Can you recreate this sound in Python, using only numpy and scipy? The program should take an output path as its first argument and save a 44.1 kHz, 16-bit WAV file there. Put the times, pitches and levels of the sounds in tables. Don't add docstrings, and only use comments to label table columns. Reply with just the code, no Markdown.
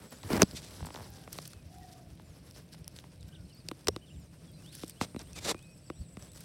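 import sys
import numpy as np
from scipy import signal
from scipy.fft import rfft, irfft, next_fast_len
from scipy.io import wavfile
from scipy.ndimage import uniform_filter1d, map_coordinates

SR = 44100
rng = np.random.default_rng(int(sys.argv[2]) if len(sys.argv) > 2 else 0)


def wav_record(signal):
    frames = np.transpose(np.atleast_2d(signal))
    bounded = np.clip(frames, -1, 1)
    quanta = np.round(bounded * 32767).astype(np.int16)
    wavfile.write(sys.argv[1], SR, quanta)


def voltage_ratio(decibels):
    exponent = np.asarray(decibels, float) / 20
    return 10 ** exponent


N = 284268


def unit(x):
    return x / np.sqrt(np.mean(x ** 2) + 1e-20)


def curves(rows, edge_s=None):
    knots_s, *columns = np.transpose(rows)
    t = np.arange(N) / SR
    fall_db = 0
    if edge_s is not None:
        fall_db = -60 * np.maximum(0, np.maximum(knots_s[0] - t, t - knots_s[-1])) / edge_s
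    return [np.interp(t, knots_s, column) for column in columns], fall_db


def wobble(knots_per_s):
    knots = rng.standard_normal(int(N * knots_per_s / SR) + 4)
    return map_coordinates(knots, [np.arange(N) * knots_per_s / SR])


def filtered(x, response):
    size = next_fast_len(N + SR // 4)
    return irfft(rfft(x, size) * response(np.fft.rfftfreq(size, 1 / SR)), size)[..., :N]


def coloured(x, spectrum):
    knots_hz, knots_db = np.transpose(spectrum)
    return unit(filtered(x, lambda hz: voltage_ratio(np.interp(np.log(hz + 1), np.log(knots_hz), knots_db))))


def patchy(x, depth_db):
    z = signal.stft(x, nperseg=256)[2]
    gain = uniform_filter1d(rng.standard_normal(z.shape), size=14, axis=0)
    gain = uniform_filter1d(gain, size=4, axis=1)
    return unit(signal.istft(z * voltage_ratio(depth_db * unit(gain)), nperseg=256)[1][:N])


def crackle(breaks_per_s, spread_db, smooth):
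    size_db = spread_db * np.minimum(rng.exponential(size=N), 4)
    breaks = (rng.random(N) < breaks_per_s / SR) * voltage_ratio(size_db) * rng.standard_normal(N)
    return unit(breaks) + smooth * rng.standard_normal(N)


def add(x, start_s, sound):
    part = x[max(round(start_s * SR), 0):][:len(sound)]
    part += sound[:len(part)]


def ring(hz, t60_s, rise_s=.0001):
    t = np.arange(SR // 10) / SR
    return voltage_ratio(-60 * t / max(t60_s, .001)) * (1 - np.exp(-t / rise_s)) * np.sin(2 * np.pi * hz * t)


# start in seconds, crack in dB, thump in dB, knock in dB, thump in Hz.
SLAPS = [(0.3016, -55.5, -26.5, -54, 372), (0.331, -26, -20, -33, 218), (0.419, -3, -12, -15, 430),
         (0.4282, -14.5, -13.5, -32.5, 203.4), (0.4294, -17.5, -24, -35, 326), (1.276, -47, -49, -38, 211),
         (1.386, -30, -52.5, -31.5, 200), (3.686, -22.5, -46.5, -50.5, 370), (3.7132, -32, -32, -35.5, 331),
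         (3.871, -19, -38.5, -30.5, 480), (3.8831, -9.5, -20, -24, 425), (3.8856, -22.5, -26, -36, 496),
         (3.962, -31, -33, -36.5, 348), (4.834, -38, -30.5, -41, 323), (5.012, -25, -25.5, -20.5, 258),
         (5.1454, -50, -34, -47, 264), (5.162, -37, -29.5, -42, 242), (5.5447, -41.5, -35, -40.5, 353),
         (5.9, -39.5, -31, -36, 350), (6.1695, -43, -35, -40.5, 193), (.531, -65, -40.5, -62, 249),
         (0.544, -65, -39.5, -58, 250), (.352, -50, -23.5, -40, 305), (.394, -56, -33, -48, 477),
         (0.318, -55, -30, -50, 420)]


def slaps():
    out, cracks = np.zeros(N), np.zeros(N)
    t = np.arange(SR // 10) / SR
    spray = (voltage_ratio(-60 * t / .005) + .07 * voltage_ratio(-60 * t / .02)) * (1 - np.exp(-t / .0005))
    for s, crack_db, thump_db, knock_db, hz in SLAPS:
        burst = spray * rng.standard_normal(len(t))
        burst /= np.linalg.norm(burst)
        add(cracks, s, voltage_ratio(crack_db) * burst)
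        add(cracks, s - .002, voltage_ratio(crack_db - 16) * burst[:SR // 500][::-1])
        crack_hz = 6300 + 75 * crack_db
        add(out, s + .0006, voltage_ratio(crack_db + 6) * ring(crack_hz, .0022))
        thump = ring(hz, .03, rise_s=.001) + 1.25 * ring(hz * 1.41, .013) + .22 * ring(hz * 2.2, .019)
        add(out, s, voltage_ratio(thump_db + 2) * thump)
        knock = ring(hz * 3.18, .007) + ring(1117, .0062) + .47 * ring(1935, .0065)
        add(out, s, voltage_ratio(knock_db + 3.5) * knock)

    def skin(hz):
        resonance = 1j * hz * 7000 / (5500 ** 2 - hz * hz + 1j * hz * 7000)
        return resonance / (1 + 1j * hz / 9000) ** 2
    return out + voltage_ratio(15) * filtered(cracks, skin)


# start in seconds, length in seconds, hiss in dB,
# drag over hiss in dB, swell from start to end in dB.
STRAW_DRAGS = [(0, 0.071, -68, 13, 1), (0.123, 0.022, -57, 9.5, -10), (3.273, 0.015, -65, -17, 4),
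               (4.624, 0.075, -65.5, -17, 6), (0.233, 0.059, -56.5, 9.5, 5),
               (0.303, 0.076, -45.5, 16, -0.5), (0.396, 0.032, -47, 21, 2), (0.861, 0.0087, -51, 1, 2),
               (1.323, 0.097, -53, -7.5, -7), (1.419, 0.11, -57.5, -3.5, -3.5),
               (1.916, 0.018, -56.5, -21, 7), (2.546, 0.054, -59.5, -5, -1), (2.725, 0.023, -57, -23, -0.5),
               (2.96, 0.049, -57.5, -6, -7), (4.725, 0.12, -54.5, -20, 1), (4.86, 0.05, -58, -23, 9),
               (6.192, 0.096, -63, 5.5, 2), (6.348, 0.032, -55, -3, 4), (6.39, 0.065, -57.5, -4.5, 5),
               (0.707, 0.11, -58, 3.5, -2)]
MESH_DRAGS = [(0.55, 0.02, -46.5, -14, 10.5), (0.577, 0.021, -49.5, -5.5, -4),
              (0.626, 0.062, -55.5, -3.5, 1), (5.014, 0.035, -41.5, -1.5, -5.5),
              (5.196, 0.023, -53.5, 4.5, -2), (5.36, 0.031, -46.5, -3, -1.5),
              (5.407, 0.027, -51.5, -1.5, 12), (5.446, 0.048, -38, 0, 4.5), (5.495, 0.019, -32.5, 4, 7.5)]
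# frequency in Hz, level in dB per Hz.
STRAW = [(880, -28), (1500, -3.5), (1920, -7), (2320, -8), (3520, -2.5), (5440, 0.5), (6500, -4.5),
         (10800, -5), (16000, -18.5)]
MESH = [(880, -42), (1500, -18), (2460, -2), (3030, -7.5), (3480, -0.5), (6240, -4), (7240, -3.5),
        (14500, -21.5), (16000, -30.5)]
BODY = [(130, -3), (200, 2.5), (330, 0.5), (480, -1), (700, -7), (1100, -8.5), (2000, -13), (3300, -22),
        (5000, -28.5)]
MESH_BODY = [(130, -17.5), (200, 0.5), (260, -11.5), (330, -2), (480, -2), (1100, -9.5), (2000, -12.5),
             (5000, -41)]


def scrapes():
    catches = wobble(70)
    straw = coloured(crackle(1500, spread_db=1, smooth=1), STRAW)
    straw = patchy(voltage_ratio(1.9 * catches) * straw, depth_db=2.5)
    mesh = coloured(crackle(4000, spread_db=2.2, smooth=1.2), MESH)
    mesh = unit(voltage_ratio(1.5 * catches) * mesh)
    grains = crackle(900, spread_db=2.5, smooth=1.3)
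    drags = [unit(voltage_ratio(1.5 * catches) * coloured(grains, body)) for body in (BODY, MESH_BODY)]
    out = np.zeros(N)
    for hiss, drag, strokes in zip((straw, mesh), drags, (STRAW_DRAGS, MESH_DRAGS)):
        for s, length_s, db, drag_db, swell_db in strokes:
            ends = [(s, db - swell_db / 2), (s + length_s, db + swell_db / 2)]
            (press_db,), fall_db = curves(ends, edge_s=.029)
            out += voltage_ratio(press_db + fall_db) * (hiss + voltage_ratio(drag_db - 2.5) * drag)
    return out


# time in seconds, level in dB.
RUSTLE = [(0, -59), (.13, -50.5), (.2, -54.5), (.45, -51.5), (.79, -52.5), (.95, -53), (1.17, -52.5),
          (1.49, -64), (1.75, -57), (2.2, -63), (2.45, -58), (2.65, -62), (3.07, -60.5), (3.3, -65.5),
          (3.72, -60.5), (4.16, -63), (5.4, -58.5), (5.7, -64)]


def rustle():
    (straw_db,), _ = curves(RUSTLE)
    stem_db = .88 * straw_db - 6.5
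    clumps = wobble(30)
    stalks = coloured(crackle(400, spread_db=2.2, smooth=2.2), STRAW)
    stalks = voltage_ratio(1.8 * clumps) * patchy(stalks, depth_db=2.2)
    stems = coloured(crackle(300, spread_db=2.2, smooth=2.2), BODY)
    return voltage_ratio(straw_db - 6.5) * stalks + voltage_ratio(stem_db - 6 + 2.9 * clumps) * stems


# start in seconds, peak in dB, pitch in Hz.
TICKS = [(0.2316, -32.5, 3940), (0.3665, -21.5, 4930), (0.5115, -28.5, 4840), (0.8583, -31, 8310),
         (0.867, -34, 7760), (0.9428, -30.5, 4700), (0.9584, -30, 3640), (1.0944, -48, 7920),
         (1.4535, -32, 4830), (2.5105, -36.5, 5320), (2.7369, -35, 5020), (2.844, -37, 5440),
         (2.8786, -28, 5570), (2.879, -26.5, 10200), (2.9637, -34.5, 4530), (2.9878, -30, 3810),
         (3.209, -44.5, 7130), (3.2288, -39, 4830), (3.8454, -42, 5330), (4.88, -33, 8200),
         (4.8965, -29, 8700), (5.1926, -29, 5670), (5.215, -34, 5260), (5.3317, -32.5, 5860),
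         (6.2245, -34.5, 5800)]
# start in seconds, peak in dB.
KNOCKS = [(.235, -35), (.78, -41), (.273, -47), (1.04, -44), (1.051, -51), (1.059, -42), (2.876, -46),
          (2.987, -44.5), (1.355, -39), (2.197, -42.5), (2.561, -43), (2.743, -43.5), (3.04, -37),
          (5.196, -47)]
# start in seconds, first gap in seconds, next gap over it (ratio),
# peak in dB, change in dB a stem.
RATCHETS = [(.805, .0222, .945, -32, .1), (.947, .0146, .89, -30.5, -1.6)]


def snaps():
    out = np.zeros(N)
    (stir_db,), _ = curves(RUSTLE)
    chance = rng.random((round(12 * N / SR), 3))
    strays = [(u * N / SR, stir_db[int(u * N)] + 5 + 8 * v, 3000 * 5.1 ** w) for u, v, w in chance]
    for s, db, hz in TICKS + strays:
        tick = ring(hz, .0022, rise_s=.00013) + .39 * ring(hz * .673, .0015, rise_s=.00013)
        tick += 1.3 * ring(min(hz * 1.5, 14000), .001, rise_s=.00017)
        add(out, s, voltage_ratio(db + 4.5) * tick)
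    runs = []
    for (s, gap_s, shrink, db, step_db), stems in zip(RATCHETS, (6, 9)):
        for k in range(stems):
            runs.append((s + gap_s * (1 - shrink ** k) / (1 - shrink), db + k * step_db))
    for s, db in KNOCKS + runs:
        level = voltage_ratio(db + rng.normal(0, 2))
        knock = ring(rng.uniform(720, 1000), .006) + .2 * ring(520, .007)
        knock += .8 * ring(rng.uniform(1300, 2000), .0025) + .5 * ring(2800, .002)
        add(out, s, level * knock)
    return out


# start in seconds, peak in dB, pitch
# in Hz.
STALKS = [(1.3286, -26, 9800), (1.3302, -36, 5200), (1.3787, -31, 8800), (1.455, -33, 4360),
          (1.476, -29.5, 10680), (1.5313, -55, 4540), (1.5322, -34.5, 4310),
          (4.6208, -50, 8400), (4.6303, -51, 4470), (4.6612, -43, 5200), (4.725, -53, 4680),
        (4.751, -31, 9640), (4.7934, -37, 5000), (4.8248, -41, 7820), (4.8323, -38, 4600),
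        (4.8792, -39, 8540), (4.8957, -30.5, 9040),
          (0.6457, -36, 5030), (3.5663, -50, 5000), (5.5788, -44, 4600), (5.5905, -42, 4350),
         (5.625, -46, 7700), (6.3173, -41.5, 7600), (6.333, -43, 7740), (6.3594, -44, 7600),
         (6.3744, -48, 7250), (6.4056, -36, 11000)]


def crush():
    out, t = np.zeros(N), np.arange(SR // 100) / SR
    for s, db, hz in STALKS:
        puff = unit(uniform_filter1d(rng.standard_normal(len(t)), size=5))
        envelope = voltage_ratio(db - .5 - 60 * t / .011) * (1 - np.exp(-t / .0006))
        add(out, s, envelope * puff * np.sin(2 * np.pi * hz * t))
    return out


def whistle(start_s, end_s, first_hz, middle_hz, last_hz, db, waver=.0146):
    u = np.linspace(0, 1, max(round((end_s - start_s) * SR), 9))
    hz = np.polyval(np.polyfit([0, .5, 1], [first_hz, middle_hz, last_hz], 2), u)
    hz = hz * (1 + waver * wobble(67)[:len(u)])
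    swell = np.sin(np.pi * u) ** .3
    return voltage_ratio(db + 3.5) * swell * np.sin(2 * np.pi * np.cumsum(hz) / SR)


# start in seconds, length in seconds; then one level in dB for each.
UPSLURS = [(3.935, .025), (4.635, .108), (4.955, .105), (5.25, .105), (5.582, .1), (5.908, .1),
           (6.25, .085)]
UPSLUR_DB = [-70, -64, -70, -70, -71, -72, -73]
# start in seconds, length in seconds, pitch in Hz, level in dB.
PIPES = [(0.126, .04, 7200, -65), (2.24, 0.095, 7350, -74.5), (4.159, 0.11, 7670, -71.5)]
# start in seconds, length in seconds, first Hz, last Hz, level in dB.
GLIDES = [(.1, .022, 6200, 7300, -73), (1.456, .16, 2710, 2510, -74.5), (1.807, .035, 1970, 1850, -68),
          (3.194, .04, 4280, 3190, -70.5), (3.311, .012, 2830, 2970, -72), (3.43, .028, 5400, 5140, -74),
          (4.9, .035, 5200, 4060, -68), (3.345, .02, 3900, 2660, -58), (3.45, .018, 4220, 4530, -69),
          (3.491, .02, 3820, 4440, -67), (3.49, .045, 3200, 2610, -69.5), (3.525, .014, 4400, 6000, -60.5),
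          (4.06, .05, 3880, 2810, -67.5), (4.099, .024, 2610, 3020, -63), (4.134, .04, 4040, 3000, -72.5),
          (4.202, .034, 5770, 4700, -70), (4.475, .03, 3450, 3270, -67), (4.79, .036, 3700, 2970, -76),
          (5.165, .05, 4200, 3370, -66), (5.336, .056, 2600, 2200, -62), (5.55, .05, 2440, 2540, -65),
          (5.6, .138, 2554, 2500, -70), (5.765, .045, 5350, 4650, -77), (6.0, .068, 5430, 3400, -74.5),
          (5.86, .026, 5700, 4370, -66), (5.682, .025, 4550, 4700, -71), (6.008, .02, 4450, 4700, -67)]
# start in seconds, length in seconds, middle in Hz, height over the ends in Hz,
# level in dB.
ARCHES = [(3.398, .024, 5600, 698, -73.5), (3.323, 0.014, 3000, -600, -62),
          (5.81, 0.055, 4560, -350, -77.5), (3.537, 0.043, 4370, -480, -63.5),
          (3.572, 0.024, 5030, 419, -59.5), (3.595, .02, 4470, 204, -67), (3.892, 0.072, 5700, 329, -68),
          (4.013, 0.039, 3100, 349, -64.5), (4.078, 0.098, 7200, -520, -75.5),
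          (4.52, 0.078, 4780, 293, -72), (4.526, 0.059, 4140, 209, -71), (4.576, 0.041, 2640, 198, -72),
          (5.65, 0.032, 5420, 701.5, -73), (5.694, 0.07, 5560, 451.5, -73),
          (5.785, 0.019, 5370, 201.5, -67.5), (5.925, 0.071, 5760, 602, -72)]
# start in seconds, length in seconds, pitch in Hz, level in dB.
CALLS = [(1.04, 0.25, 792, -69), (1.046, 0.25, 1610, -75), (1.648, 0.077, 678, -67), (1.7, 0.335, 726, -62),
         (2.034, 0.073, 670, -69), (3.27, 0.16, 1540, -74)]


def birds():
    out = np.zeros(N)

    def rise_hz(t):
        return 2750 + 13000 * t + 65000 * t * t

    def droop(t):
        return 2 ** (-36 * t * t)
    notes = [(s, s + d, rise_hz(0), rise_hz(d / 2), rise_hz(d), db)
             for (s, d), db in zip(UPSLURS, UPSLUR_DB)]
    notes += [(s, s + d, hz, hz * droop(d / 2), hz * droop(d), db) for s, d, hz, db in PIPES]
    notes += [(s, s + d, a, (a + b) / 2, b, db) for s, d, a, b, db in GLIDES]
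    notes += [(s, s + d, hz - up, hz, hz - up, db) for s, d, hz, up, db in ARCHES]
    for u, v, w, z in rng.random((26, 4)):
        s, hz = 3.2 + u * (5.1 - 3.2), 2200 * 2.5 ** v
        notes.append((s, s + .03 + .05 * z, hz, hz * (.95 + .2 * w), hz * (.8 + .4 * z), -85 + 5 * w))
    for note in notes:
        add(out, note[0], whistle(*note, waver=.0091))
    sag = .915
    for s, length_s, a, db in CALLS:
        end_s, b, c = s + length_s, a * sag ** .218, a * sag
        add(out, s, whistle(s, end_s, a, b, c, db))
        add(out, s, whistle(s, end_s, a + 46, b + 46, c + 46, db - 2))
    t = np.arange(SR // 5) / SR
    trees = rng.standard_normal(len(t)) * voltage_ratio(-60 * t / .2)
    echoes = signal.fftconvolve(out, trees / np.linalg.norm(trees))[:N]
    return out * voltage_ratio(1.6 * wobble(45)) + voltage_ratio(-8) * echoes


# start in seconds, first chirp in dB, middle chirp in dB, last chirp in dB.
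CHIRPS = [(.03, -65, -67, -70), (5.58, -70.5, -64.5, -64)]


def cricket():
    out = np.zeros(N)
    for (bout_s, *levels_db), count in zip(CHIRPS, (9, 7)):
        for chirp in range(count):
            s = bout_s + chirp * .118
            db = np.interp(chirp / (count - 1), [0, .5, 1], levels_db)
            for k in range(12):
                stroke = ring(7800 + rng.normal(0, 50), .016, rise_s=.0012)
                add(out, s + k * .0079, voltage_ratio(db + 11.5 + .54 * k + rng.normal(0, 2.1)) * stroke)
    return out


# time in seconds, level in dB.
WIND = [(0, -60), (.5, -46), (.95, -48.5), (2.3, -48), (2.85, -49.5), (3.4, -48), (4.1, -53.5),
        (4.7, -45.5), (5.0, -53), (5.45, -42), (5.65, -51.5), (6.45, -49.5)]
INSECTS = [(0.0, -71), (0.52, -98), (1.4, -70), (1.49, -71.5), (1.99, -90.5), (3.53, -69.5), (3.72, -70.5),
           (4.29, -70), (5.31, -61), (5.73, -67.5), (6.45, -62.5)]
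# centre in
# seconds, half width in seconds, peak in dB.
PUFFS = [(0, 0.027, -46), (0.142, 0.014, -45), (0.249, 0.016, -37), (.36, 0.041, -33.5), (.54, 0.02, -46),
         (.83, 0.023, -35), (2.33, 0.069, -65.5), (2.93, 0.011, -46), (3.43, 0.03, -43),
         (3.658, 0.016, -43.5), (3.9, 0.036, -41.5), (4.169, 0.045, -42.5), (5.03, 0.026, -42.5),
         (5.18, 0.059, -51.5), (6.0, 0.023, -35)]
# frequency in Hz, level in dB per Hz.
RUMBLE = [(18, -48), (30, -8.5), (65, -3.5), (110, -8), (140, -16.5), (240, -120)]
BUFFET = [(80, -47), (120, -2.5), (165, 3), (220, -10), (330, -11.5), (600, -51)]
AIR = [(130, -32), (220, -0.5), (245, -18), (451, -1), (612, 1), (745, -8), (1300, -25.5), (2570, -11.5),
       (4090, -24), (5360, -20), (6410, -46), (8540, -19.5), (12000, -60), (16000, -39)]


def field():
    (breeze_db,), _ = curves(WIND)
    (chorus_db,), _ = curves(INSECTS)
    t = np.arange(N) / SR
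    puffs = sum(voltage_ratio(db) * np.exp(-((t - s) / width_s) ** 2) for s, width_s, db in PUFFS)
    rumble_db = 20 * np.log10(voltage_ratio(breeze_db) + puffs)
    deep = voltage_ratio(3.04 * wobble(14)) * coloured(rng.standard_normal(N), RUMBLE)
    upper = voltage_ratio(.5 + .56 * wobble(30)) * coloured(rng.standard_normal(N), BUFFET)
    gusts = voltage_ratio(rumble_db - 5) * deep + voltage_ratio(.59 * rumble_db - 27.5) * upper
    chorus = coloured(rng.standard_normal(N), [(7000, -18), (8200, 0), (8750, 2.5), (9300, -4.5),
                                               (9700, -7), (10300, -23), (11000, -27)])
    air = voltage_ratio(-67.5 + .62 * wobble(2.1)) * coloured(rng.standard_normal(N), AIR)
    return gusts + air + voltage_ratio(chorus_db - 4.5) * chorus


def scene():
    near = slaps() + scrapes() + rustle() + snaps() + crush()
    return (near + birds() + cricket() + field())[None]


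def top_cut(x):
    return signal.sosfilt(signal.butter(12, 16630, fs=SR, output="sos"), x)


def record(dry):
    def phone(hz):
        sweep = np.exp(-2j * np.pi * 1.97 * np.log(1 + hz / 150))
        band = (hz < 16100) / (1 + (55 / (hz + 1)) ** 4)
        port = voltage_ratio(-3 * np.exp(-((hz - 6800) / 400) ** 2))
        return sweep * band * port
    return top_cut(filtered(dry, phone))


dry = scene()
out = record(dry)
wav_record(out)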